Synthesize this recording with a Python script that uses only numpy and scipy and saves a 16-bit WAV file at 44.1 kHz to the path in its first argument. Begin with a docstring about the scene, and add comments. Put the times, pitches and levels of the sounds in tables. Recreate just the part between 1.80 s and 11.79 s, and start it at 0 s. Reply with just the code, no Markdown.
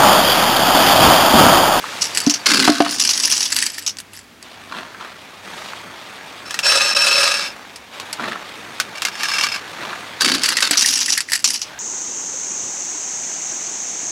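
"""Outdoors, over faint open air, a small metal scoop digs wood pellets out of a steel pail: the pail booms,
the blade sings and the surplus trickles back onto the heap in a shower of tiny impacts. A jacket rustles
and shoes scuff on grit close by. A first scoopful slides into the sheet-steel hopper of a camp stove,
whose ringing modes shift and are damped as it fills. A second scoopful follows, then the scoop digs again."""
import sys
import numpy as np
from scipy import signal
from scipy.fft import rfft, irfft
from scipy.io import wavfile
from scipy.ndimage import uniform_filter1d, map_coordinates

SR = 44100
rng = np.random.default_rng(int(sys.argv[2]) if len(sys.argv) > 2 else 0)


def materialize(psi):
    """Save the field psi as 16-bit PCM at rate SR to the path in sys.argv[1].

    A 1-D psi becomes a single channel; in a 2-D psi each row is a channel.
    """
    bounded = np.clip(np.atleast_2d(psi).T, -1, 1)
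    quanta = np.round(bounded * 32767).astype(np.int16)
    wavfile.write(sys.argv[1], SR, quanta)


N = 440559
TOP_HZ = 15900
TIME = np.arange(N) / SR
RING_TIME = TIME[:8192]

# Spectra of a cloth contact and of a blow on steel. Each row: frequency in Hz, relative level in dB.
FABRIC = [(59, -39.5), (100, -10.5), (189, -4), (234, -7.5), (295, -3.5), (662, -2.5), (1230, 0),
          (4670, -10), (15000, -30.5), (16000, -36)]
STEEL = [(120, -99), (200, -12.5), (491, -14.5), (548, -7), (1040, -0.5), (1250, 3.5), (2020, -1.5),
         (2610, 3.5), (3370, 1.5), (5330, 1), (5840, 0.5), (16000, -18.5)]
# Pushes through the heap. Each row: start and length in seconds, grind and boom in relative dB.
DIGS = [(0.657, 0.23, -14.5, -19), (0.9, 0.22, -26, -30.5), (8.4, 0.15, -16.5, -22),
        (8.61, 0.2, -21.5, -39), (8.82, 0.036, -14.5, -28), (8.92, 0.028, -18.5, -55)]
# Modes of the hopper with pellets in it. 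Each row: frequency and base width in Hz, weight in dB.
FILLED_HOPPER = [(846, 18, -3), (1185, 58, -1), (1640, 77, 3.5), (2300, 91, 1), (2736, 44, 5.5),
                 (3613, 5.1, 9.5), (4480, 61, 1), (5200, 35, 8.5), (5470, 36, -1.5), (5865, 32, -9),
                 (7100, 20, -13)]


def undb(db):
    """Decibels to amplitude ratio."""
    return 10 ** (np.asarray(db) / 20)


def unit(x):
    """Normalisation to rms 1."""
    return x / np.sqrt(np.mean(x ** 2) + 1e-20)


def peak(x, db):
    """Normalisation of a hit: its loudest two milliseconds get this level."""
    return x * undb(db) / np.sqrt(uniform_filter1d(x ** 2, size=88).max())


def add(track, s, sound):
    """Superposition of a sound on a track, from second s."""
    start = max(int(s * SR), 0)
    track[start:start + len(sound)] += sound[:N - start]


def colour(x, spectrum):
    """Minimum-phase filtering to a (Hz, dB) spectrum, which keeps attacks sharp."""
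    hz, db = np.transpose(spectrum)
    grid = np.fft.rfftfreq(2048, 1 / SR)
    gain = undb(np.interp(np.log(grid + 1), np.log(hz), db))
    cepstrum = irfft(np.log(gain))
    half = len(cepstrum) // 2
    folded = np.r_[cepstrum[0], 2 * cepstrum[1:half], np.zeros(half)]
    return signal.oaconvolve(x, irfft(np.exp(rfft(folded))))[:len(x)]


def resonate(x, hz, width_hz):
    """A second-order resonance with gain 1 at its centre."""
    hz, width_hz = min(hz, .45 * SR), min(width_hz, .4 * SR)
    return signal.lfilter(*signal.iirpeak(hz, hz / width_hz, fs=SR), x)


def drift(hold):
    """Smooth random motion: straight lines between values drawn every `hold` samples."""
    steps = np.repeat(rng.standard_normal(N // hold + 1), hold)
    return unit(uniform_filter1d(steps, size=hold))[:N]


def wander(x, depth):
    """Frequency modulation: all pitches bend by a slow random fraction."""
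    return map_coordinates(x, [np.cumsum(1 + depth * drift(2500))], order=3, mode="mirror")


def crack(spectrum, t60, tail_db, tail_t60):
    """An impact transient: a short burst and its weaker reflections, both decaying exponentially."""
    fall = undb(-60 * RING_TIME / t60) + undb(tail_db - 60 * RING_TIME / tail_t60)
    return unit(colour(rng.standard_normal(len(fall)) * fall, spectrum))


def ring(modes, damping, spread=0.87):
    """Free vibration: each mode takes a random share of the blow; damping multiplies its width."""
    hz, width, db = np.transpose(modes)[:, :, None]
    share = (1 + spread * rng.standard_normal(hz.shape)) * rng.choice([-1, 1], hz.shape)
    waves = np.exp(-np.pi * width * damping * RING_TIME) * np.cos(2 * np.pi * hz * RING_TIME)
    return unit(np.sum(share * width * undb(db) * waves, axis=0))


def shower(contact, per_s, scatter_db, clump_db, count=10):
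    """Shot noise: random contacts of uneven size, bunched in little avalanches, at a steady rms of 1."""
    clumps = drift(300)
    size = undb(scatter_db * np.minimum(rng.exponential(size=N), 3.2) + clump_db * clumps)
    blows = (rng.random(N) < per_s / SR) * size * rng.choice([-1, 1], N)
    # neighbouring contacts land on nearly the same spot, so the colour shifts from clump to clump
    patch = np.repeat(rng.integers(count, size=N // 1400 + 1), 1400)[:N]
    spot = (patch + rng.integers(3, size=N)) % count
    sound = sum(signal.oaconvolve(blows * (spot == k), contact())[:N] for k in range(count))
    power = uniform_filter1d(uniform_filter1d(sound ** 2, size=1500), size=1500)
    return sound / np.sqrt(np.abs(power) + 1e-12)


def tumble(contact, first_db, fall_db, spread_s, count):
    """A collision cascade: one pellet knocks its neighbours loose, each later and weaker."""
    out = np.zeros(N)
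    add(out, 0, contact())
    for k, s in enumerate(np.sort(spread_s * rng.gamma(2, size=count))):
        add(out, s, undb(first_db + fall_db * k) * contact())
    return out[:2 * len(RING_TIME)]


def strokes(rows, attack_s, sag_db, release_s, column=2):
    """Envelopes summed in power: each rises, sags over its length, then falls 20 dB per release_s."""
    power = np.zeros(N)
    for row in rows:
        s, length = row[:2]
        age = TIME[:int((length + 3 * release_s) * SR)]
        sag = sag_db * np.minimum(age / length, 1)
        release = 20 * np.maximum(age - length, 0) / release_s
        gain = np.minimum(age / attack_s, 1) * undb(row[column] - sag - release)
        add(power, s, gain ** 2)
    return np.sqrt(power)


def gesture(curves):
    """A smoothed envelope along (seconds, dB) curves, silent between them."""
    gain = np.zeros(N)
    for s, db in map(np.transpose, curves):
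        gain += undb(np.interp(TIME, s, db, left=-200, right=-200))
    return uniform_filter1d(gain, size=200)


def open_air():
    """Ambient noise: a faint broadband floor and a distant narrow-band drone."""
    # Outdoor spectrum. Each row: frequency in Hz, relative level in dB.
    air = [(15, -51), (25, -22), (53, -18.5), (70, -3.5), (82, -21), (102, -16), (130, -12), (242, -2),
           (489, -11), (2220, -11.5), (16000, -32)]
    drone = resonate(resonate(rng.standard_normal(N), hz=100.4, width_hz=6.1), hz=98.3, width_hz=15)
    return undb(-46) * unit(colour(rng.standard_normal(N), air)) + undb(-59.5) * unit(drone)


def jacket():
    """Friction: cloth fibres catch and slip, and a sleeve hisses most where it moves fastest."""
    # Body movements. Each row: start and length in seconds, relative level in dB.
    rubs = [(0, 1.5, -40.5), (2.61, 0.92, -42), (3.62, 2.09, -38), (6.1, 2.48, -36.5), (9.82, 0.17, -38.5)]
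    # Arm swings. Each row: fastest moment and length in seconds, relative level in dB.
    swings = [(0.22, 0.66, -21), (2.98, 0.062, -33.5), (3.82, 0.22, -28), (6.48, 0.067, -33),
              (8.08, 0.46, -32.5)]
    fibres = shower(lambda: crack(FABRIC, t60=0.0064, tail_db=-16, tail_t60=0.045),
                    per_s=3000, scatter_db=2, clump_db=1, count=12)
    swish = unit(resonate(resonate(rng.standard_normal(N), hz=3600, width_hz=5800), 3600, 6100))
    arm = sum(undb(db) * np.exp(-2 * ((TIME - s) / length) ** 2) for s, length, db in swings)
    rub = strokes(rubs, attack_s=0.042, sag_db=-0.4, release_s=1) + undb(-16.5) * arm
    return undb(1.44) * fibres * rub + undb(-14) * swish * arm


def footsteps():
    """Granular friction: grit crackles under the soles, over the dull push of the tread."""
    # Scuffs. Each row: start and length in seconds, grit and tread in relative dB.
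    steps = [(0.025, 0.13, -41, -64), (2.89, 0.11, -37.5, -49), (3.18, 0.06, -39.5, -58),
             (6.38, 0.14, -33, -44.5), (7.97, 0.15, -37, -53)]
    # Spectrum of one grain. Each row: frequency in Hz, relative level in dB.
    grain = [(210, -55), (350, -4.5), (490, -8.5), (593, -5.5), (1280, 2), (2000, -9.5), (3560, -10.5),
             (16000, -44)]
    grit = shower(lambda: crack(grain, t60=0.0032, tail_db=-11, tail_t60=0.055),
                  per_s=700, scatter_db=3.5, clump_db=-3.5, count=6)
    tread = unit(resonate(resonate(rng.standard_normal(N), hz=227, width_hz=110), hz=210, width_hz=250))
    scuff = strokes(steps, attack_s=0.03, sag_db=0, release_s=0.14)
    weight = strokes(steps, attack_s=0.05, sag_db=6.5, release_s=0.14, column=3)
    return undb(7) * grit * scuff + undb(13) * tread * weight


def dry_ticks():
    """Heavily damped resonance: grit and clothing give small dry ticks."""
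    # Each row: time in seconds, relative peak in dB, centre in Hz.
    ticks = [(0.041, -16, 1100), (2.17, -24.5, 8400), (2.202, -22, 10300), (3.147, -24.5, 1330),
             (3.934, -23, 1100), (6.396, -17.5, 1280), (6.559, -22, 1300), (8.13, -20, 1300)]
    out = np.zeros(N)
    for s, db, hz in ticks:
        click = crack(FABRIC, t60=0.0013, tail_db=-18.5, tail_t60=0.051)
        add(out, s, peak(resonate(click, hz, width_hz=0.3 * hz), db - 0.5))
    return out


def scoop_motion():
    """Excitation envelopes: a push bites at once, a spill runs out, a shake builds up."""
    # Slides off the scoop, and shakes of it. Each row: start and length in seconds, relative level in dB.
    spills = [(0.208, 0.047, -18.5), (1.09, 0.15, -23), (1.195, 0.23, -16), (1.43, 0.16, -15.5),
              (1.6, 0.071, -16.5), (8.972, 0.21, -13.5), (9.19, 0.11, -20), (9.275, 0.07, -15),
              (9.643, 0.12, -18.5)]
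    shakes = [(0.335, 0.05, -19), (1.7, 0.17, -21.5), (1.93, 0.077, -30), (2.315, 0.058, -37.5),
              (9.475, 0.084, -24)]
    dig = strokes(DIGS, attack_s=0.0076, sag_db=3, release_s=0.07)
    spill = strokes(spills, attack_s=0.0061, sag_db=4, release_s=0.056)
    shake = strokes(shakes, attack_s=0.032, sag_db=1.3, release_s=0.07)
    return dig, spill, shake


def heap_contact(ring_db, tail_db, hz=5500, spread=0.462, width_hz=70):
    """Rod vibration: wood clicks on wood and the pellets tinkle, each at a pitch set by its length."""
    # Spectrum of the click. Each row: frequency in Hz, relative level in dB.
    wood = [(210, -118), (350, -22), (685, -20), (817, -11), (1500, -10), (1880, -13), (2170, -8),
            (2840, 1.5), (3670, -6), (5750, 10.5), (7430, -7), (12000, -15.5), (16000, -47)]
    pitches = np.minimum(hz * np.exp(spread * rng.triangular(-1, 0, 1, size=4)), TOP_HZ)
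    tinkle = ring([(pitch, width_hz, 0) for pitch in pitches], damping=1)
    return crack(wood, t60=0.022, tail_db=tail_db, tail_t60=0.12) + undb(ring_db) * tinkle


def scoop_contact(ring_db):
    """Impact excitation: a pellet sets the thin blade of the scoop ringing."""
    # Spectrum of the impact. Each row: frequency in Hz, relative level in dB.
    clatter = [(240, -23), (400, -52), (949, -11.5), (1070, -16), (1180, -10.5), (1730, -1.5), (3470, -5.5),
               (4580, 1), (10400, -8), (16000, -33)]
    # Modes of the scoop. Each row: frequency and base width in Hz, weight in dB.
    modes = [(1870, 185, -0.5), (2760, 240, -1.5), (4635, 59, 9.5), (5170, 110, 6), (6100, 7.8, -15),
             (7000, 70, -15), (7300, 27, 4), (7920, 120, 6), (8530, 92, -5), (9940, 34, -9), (10100, 68, 2),
             (11350, 130, -6)]
    click = crack(clatter, t60=0.0033, tail_db=-1.5, tail_t60=0.074)
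    return click + undb(ring_db) * ring(modes, damping=1.25)


def spilling(dig, spill, shake):
    """Granular flow: pellets rattle over the blade and rain on the heap; crumbs tick high above them."""
    rain = shower(lambda: heap_contact(ring_db=-5, tail_db=-15, spread=0.7),
                  per_s=640, scatter_db=7.5, clump_db=-0.5, count=20)
    rattle = shower(lambda: scoop_contact(ring_db=0.5), per_s=280, scatter_db=2.5, clump_db=8.5)
    crumbs = shower(lambda: heap_contact(ring_db=-1.5, tail_db=-25, hz=9020, spread=0.52, width_hz=97),
                    per_s=120, scatter_db=16, clump_db=2)
    return (undb(-0.5) * rain * spill
            + rattle * (undb(3) * shake + undb(-7) * spill)
            + undb(-15) * crumbs * (spill + undb(9.5) * shake + dig))


def inside_pail(x, echo_db=-19, t60=0.72):
    """Reverberation: sound lingers a moment between the steel walls of the pail."""
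    echo = colour(rng.standard_normal(len(RING_TIME)), STEEL) * undb(-60 * RING_TIME / t60)
    return x + undb(echo_db) * signal.oaconvolve(x, echo / np.sqrt(np.sum(echo ** 2)))[:N]


def pellet_snaps():
    """Collision cascades in the heap: single pellets snap or land and unsettle others."""
    # Each row: time in seconds, relative peak in dB.
    snaps = [(0.2193, -0.5), (0.4646, -1.5), (0.4969, 1.5), (0.507, -1.5), (0.5393, -1), (0.659, -1.5),
             (0.689, -8), (1.1977, -1.5), (1.2916, 2.5), (1.4352, 0), (1.523, 2.5), (2.0642, -4),
             (2.076, -2.5), (8.973, 4.5), (9.2098, -3), (9.3265, -4), (9.643, 4), (9.8171, -4)]
    out = np.zeros(N)
    for s, db in snaps:
        snap = tumble(lambda: heap_contact(ring_db=-4.5, tail_db=-12.5),
                      first_db=-8.5, fall_db=-1, spread_s=0.0065, count=7)
        add(out, s, peak(snap, db - 9.5))
    return out


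def blade_ring(hz=4630, width_hz=45):
    """Stick-slip friction: the edge drags along the pail and keeps one high mode of the blade ringing."""
    # Each row: start and length in seconds, relative level in dB.
    drags = [(0.33, 0.23, -32), (0.66, 0.13, -26), (8.41, 0.093, -23), (8.63, 0.08, -28)]
    catches = shower(lambda: ring([(hz, width_hz, 0)], damping=1),
                     per_s=120, scatter_db=1, clump_db=2.5, count=3)
    return wander(catches, depth=0.006) * strokes(drags, attack_s=0.019, sag_db=2, release_s=0.13)


def scoop_clinks():
    """Hard impacts: a few pellets in quick succession excite the bright modes of the scoop."""
    # Each row: time in seconds, relative peak in dB.
    clinks = [(0.3783, -11), (1.721, -6), (1.7875, -3), (2.1862, -15), (2.6267, -21.5), (5.9594, -20.5),
              (6.3285, -11), (8.6351, 1), (8.6595, -2), (8.6892, 0), (8.769, -2), (8.8052, -6),
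              (8.9102, 1.5), (9.377, -2), (9.4055, -2), (9.5332, -0.5), (9.5542, -6.5)]
    out = np.zeros(N)
    for s, db in clinks:
        clink = tumble(lambda: scoop_contact(ring_db=-0.5),
                       first_db=-7.5, fall_db=-8.5, spread_s=0.002, count=3)
        add(out, s, peak(clink, db - 7.5))
    return out


def pail_bumps():
    """Contact stiffness: the softer the scoop bumps the pail, the lower the modes in its hollow note."""
    # Each row: time in seconds, relative peak in dB, centre of the excited band in Hz.
    bumps = [(0.468, -6, 210), (0.877, -2, 930), (0.893, -3, 440), (1.004, -2, 640), (1.062, -13, 1100),
             (8.908, -18.5, 500), (8.92, -33, 805)]
    # Modes of the loaded pail. Each row: frequency and base width in Hz, weight in dB.
    modes = [(180, 180, 1.5), (243, 40, 8.5), (293, 24, 16.5), (407, 110, -2), (686.4, 19, 7),
             (759, 63, 2.5), (1100, 17, 0), (1370, 44, -20), (1490, 29, 1)]
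    out = np.zeros(N)
    for s, db, hz in bumps:
        note = ring(modes, damping=0.62, spread=0.3)
        blow = undb(-0.5) * crack(STEEL, t60=0.034, tail_db=-12, tail_t60=0.089)
        add(out, s, peak(resonate(note + blow, hz, width_hz=0.7 * hz), db - 0.9))
    return out


def digging(dig, spill, shake):
    """Forced vibration: pellets grind past the blade, whose pitch wavers, and shake the pail's bottom."""
    # Spectrum of pellets grinding. Each row: frequency in Hz, relative level in dB.
    crunch = [(210, -46), (350, -8), (404, -5.5), (707, -8), (1600, 6), (2170, -5), (2710, 5), (3500, 2.5),
              (4670, 5.5), (7080, -3.5), (10400, -8.5), (16000, -29.5)]
    # Modes of the scoop sunk in the heap. Each row: frequency and base width in Hz, weight in dB.
    modes = [(1600, 48, 0), (2167, 240, 5.5), (2660, 44, -6), (4470, 58, 11.5)]
    grind = shower(lambda: crack(crunch, t60=0.004, tail_db=-4.5, tail_t60=0.029),
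                   per_s=1000, scatter_db=5.5, clump_db=4)
    blade = shower(lambda: ring(modes, damping=0.52), per_s=170, scatter_db=-4, clump_db=4, count=6)
    scrape = wander(blade, depth=0.051)
    boom = unit(resonate(resonate(rng.standard_normal(N), hz=255, width_hz=95), hz=271, width_hz=186))
    sinking = strokes(DIGS, attack_s=0.12, sag_db=5, release_s=0.13, column=3)
    boom_gain = sinking + undb(-27) * spill + undb(-24) * shake
    return (undb(1.5) * grind + undb(-6) * scrape) * dig + boom * boom_gain


def scoop_clacks(mode_hz=1860):
    """Soft impact: the whole load drops against the blade and excites only the scoop's lowest mode."""
    # Each row: time in seconds, relative peak in dB.
    clacks = [(1.825, -15), (8.77, -11.5), (9.046, -9.5), (9.281, -14), (9.374, -13.5), (9.487, -19),
              (9.53, -11.5), (9.554, -15)]
    out = np.zeros(N)
    for s, db in clacks:
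        blow = tumble(lambda: scoop_contact(ring_db=3), first_db=-2.5, fall_db=-1, spread_s=0.004, count=3)
        clack = resonate(resonate(blow, mode_hz, width_hz=330), mode_hz, width_hz=700)
        add(out, s, peak(clack, db - 4))
    return out


def hopper_contact(modes, ring_db, damping, cutoff_hz=11500):
    """Plate vibration: a pellet strikes the steel hopper; a gentle low-pass softens the very top."""
    blow = crack(STEEL, t60=0.013, tail_db=-3, tail_t60=0.098)
    walls = undb(ring_db) * ring(modes, damping, spread=0.5)
    return signal.sosfilt(signal.butter(2, cutoff_hz, fs=SR, output="sos"), blow + walls)


def pouring():
    """Loading and damping: the empty hopper rings brightly until pellets damp it and shift its modes."""
    # Modes of the empty hopper. Each row: frequency and base width in Hz, weight in dB.
    empty_hopper = [(563, 28.5, -1.5), (965, 16, -14), (1245, 33, -2), (1394, 18, -3.5), (1648, 115, -4.5),
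                    (2600, 95, 1.5), (3045, 27, -8), (4020, 9.1, -3), (3930, 124, -3.5), (4290, 27, -2.5),
                    (4870, 85, -1.5), (5130, 31, -7.5), (5404, 8.9, 12), (6120, 21, -27), (6180, 36, -6),
                    (7730, 14, -4), (8450, 28, -8), (9130, 94, -11), (10300, 64, -17)]
    # Pellets slipping in ahead of a pour. Each row: start and length in seconds, level in dB.
    dribbles = [(4.65, 0.13, -35), (7.15, 0.029, -27), (7.25, 0.035, -22.5)]
    # Flow curves, two for the first pour. Each row of a curve: time in seconds, relative level in dB.
    first_pour = [
        [(4.83, -24), (4.842, -16), (4.87, -11), (5.11, -16), (5.14, -20)],
        [(5.15, -13), (5.456, -13), (5.67, -24.5), (5.734, -43), (5.74, -45)],
    ]
    second_pour = [(7.32, -35), (7.428, -21.5), (7.666, -14.5), (7.688, -25.5), (7.752, -19.5), (7.8, -37)]
    empty = shower(lambda: hopper_contact(empty_hopper, ring_db=5, damping=0.72),
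                   per_s=650, scatter_db=2, clump_db=2, count=16)
    filled = shower(lambda: hopper_contact(FILLED_HOPPER, ring_db=2.5, damping=0.91),
                    per_s=650, scatter_db=5, clump_db=3)
    fill = np.interp(TIME, [5.42, 5.85], [0, 1])
    dribble = strokes(dribbles, attack_s=0.0086, sag_db=2.5, release_s=0.031)
    flow = undb(-0.4) * gesture(first_pour) + undb(-1.3) * gesture([second_pour]) + dribble
    return flow * (np.sqrt(1 - fill) * empty + np.sqrt(fill) * wander(filled, depth=0.0053))


def rim_knocks():
    """Damped impacts: the scoop and single pellets hit the hopper's rim, and one mode rings briefly."""
    # Each row: time in seconds, relative peak in dB, ringing frequency in Hz.
    knocks = [(4.708, -18, 1700), (4.743, -14.5, 1880), (4.79, -10, 2700), (5.148, -21, 2400),
              (6.199, -20.5, 1090), (7.0, -8, 1500), (7.22, -13, 2700), (7.251, -9, 2130),
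              (7.433, -12, 1810), (7.627, -18, 2250)]
    hand_damping = undb(-60 * RING_TIME / 0.82)
    out = np.zeros(N)
    for s, db, hz in knocks:
        blow = hopper_contact(FILLED_HOPPER, ring_db=-25, damping=0.94, cutoff_hz=13600) * hand_damping
        note = undb(-5.5) * ring([(hz, 70, 0)], damping=0.67)
        add(out, s, peak(blow + note, db - 0.5))
    return out


def scene():
    """Superposition of all sources at one microphone."""
    around = open_air() + jacket() + footsteps() + dry_ticks()
    motion = scoop_motion()
    pail = inside_pail(spilling(*motion) + pail_bumps() + digging(*motion))
    scoop = pellet_snaps() + blade_ring() + scoop_clinks() + scoop_clacks()
    hopper = pouring() + rim_knocks()
    return (around + pail + scoop + hopper)[None]


def record(dry):
    """Clipping and band limiting: peaks flatten at full scale, then the top is cut."""
    clipped = np.clip(dry, -1, 1)
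    return signal.sosfilt(signal.ellip(10, .2, 70, TOP_HZ, fs=SR, output="sos"), clipped)


dry = scene()
out = record(dry)
materialize(out)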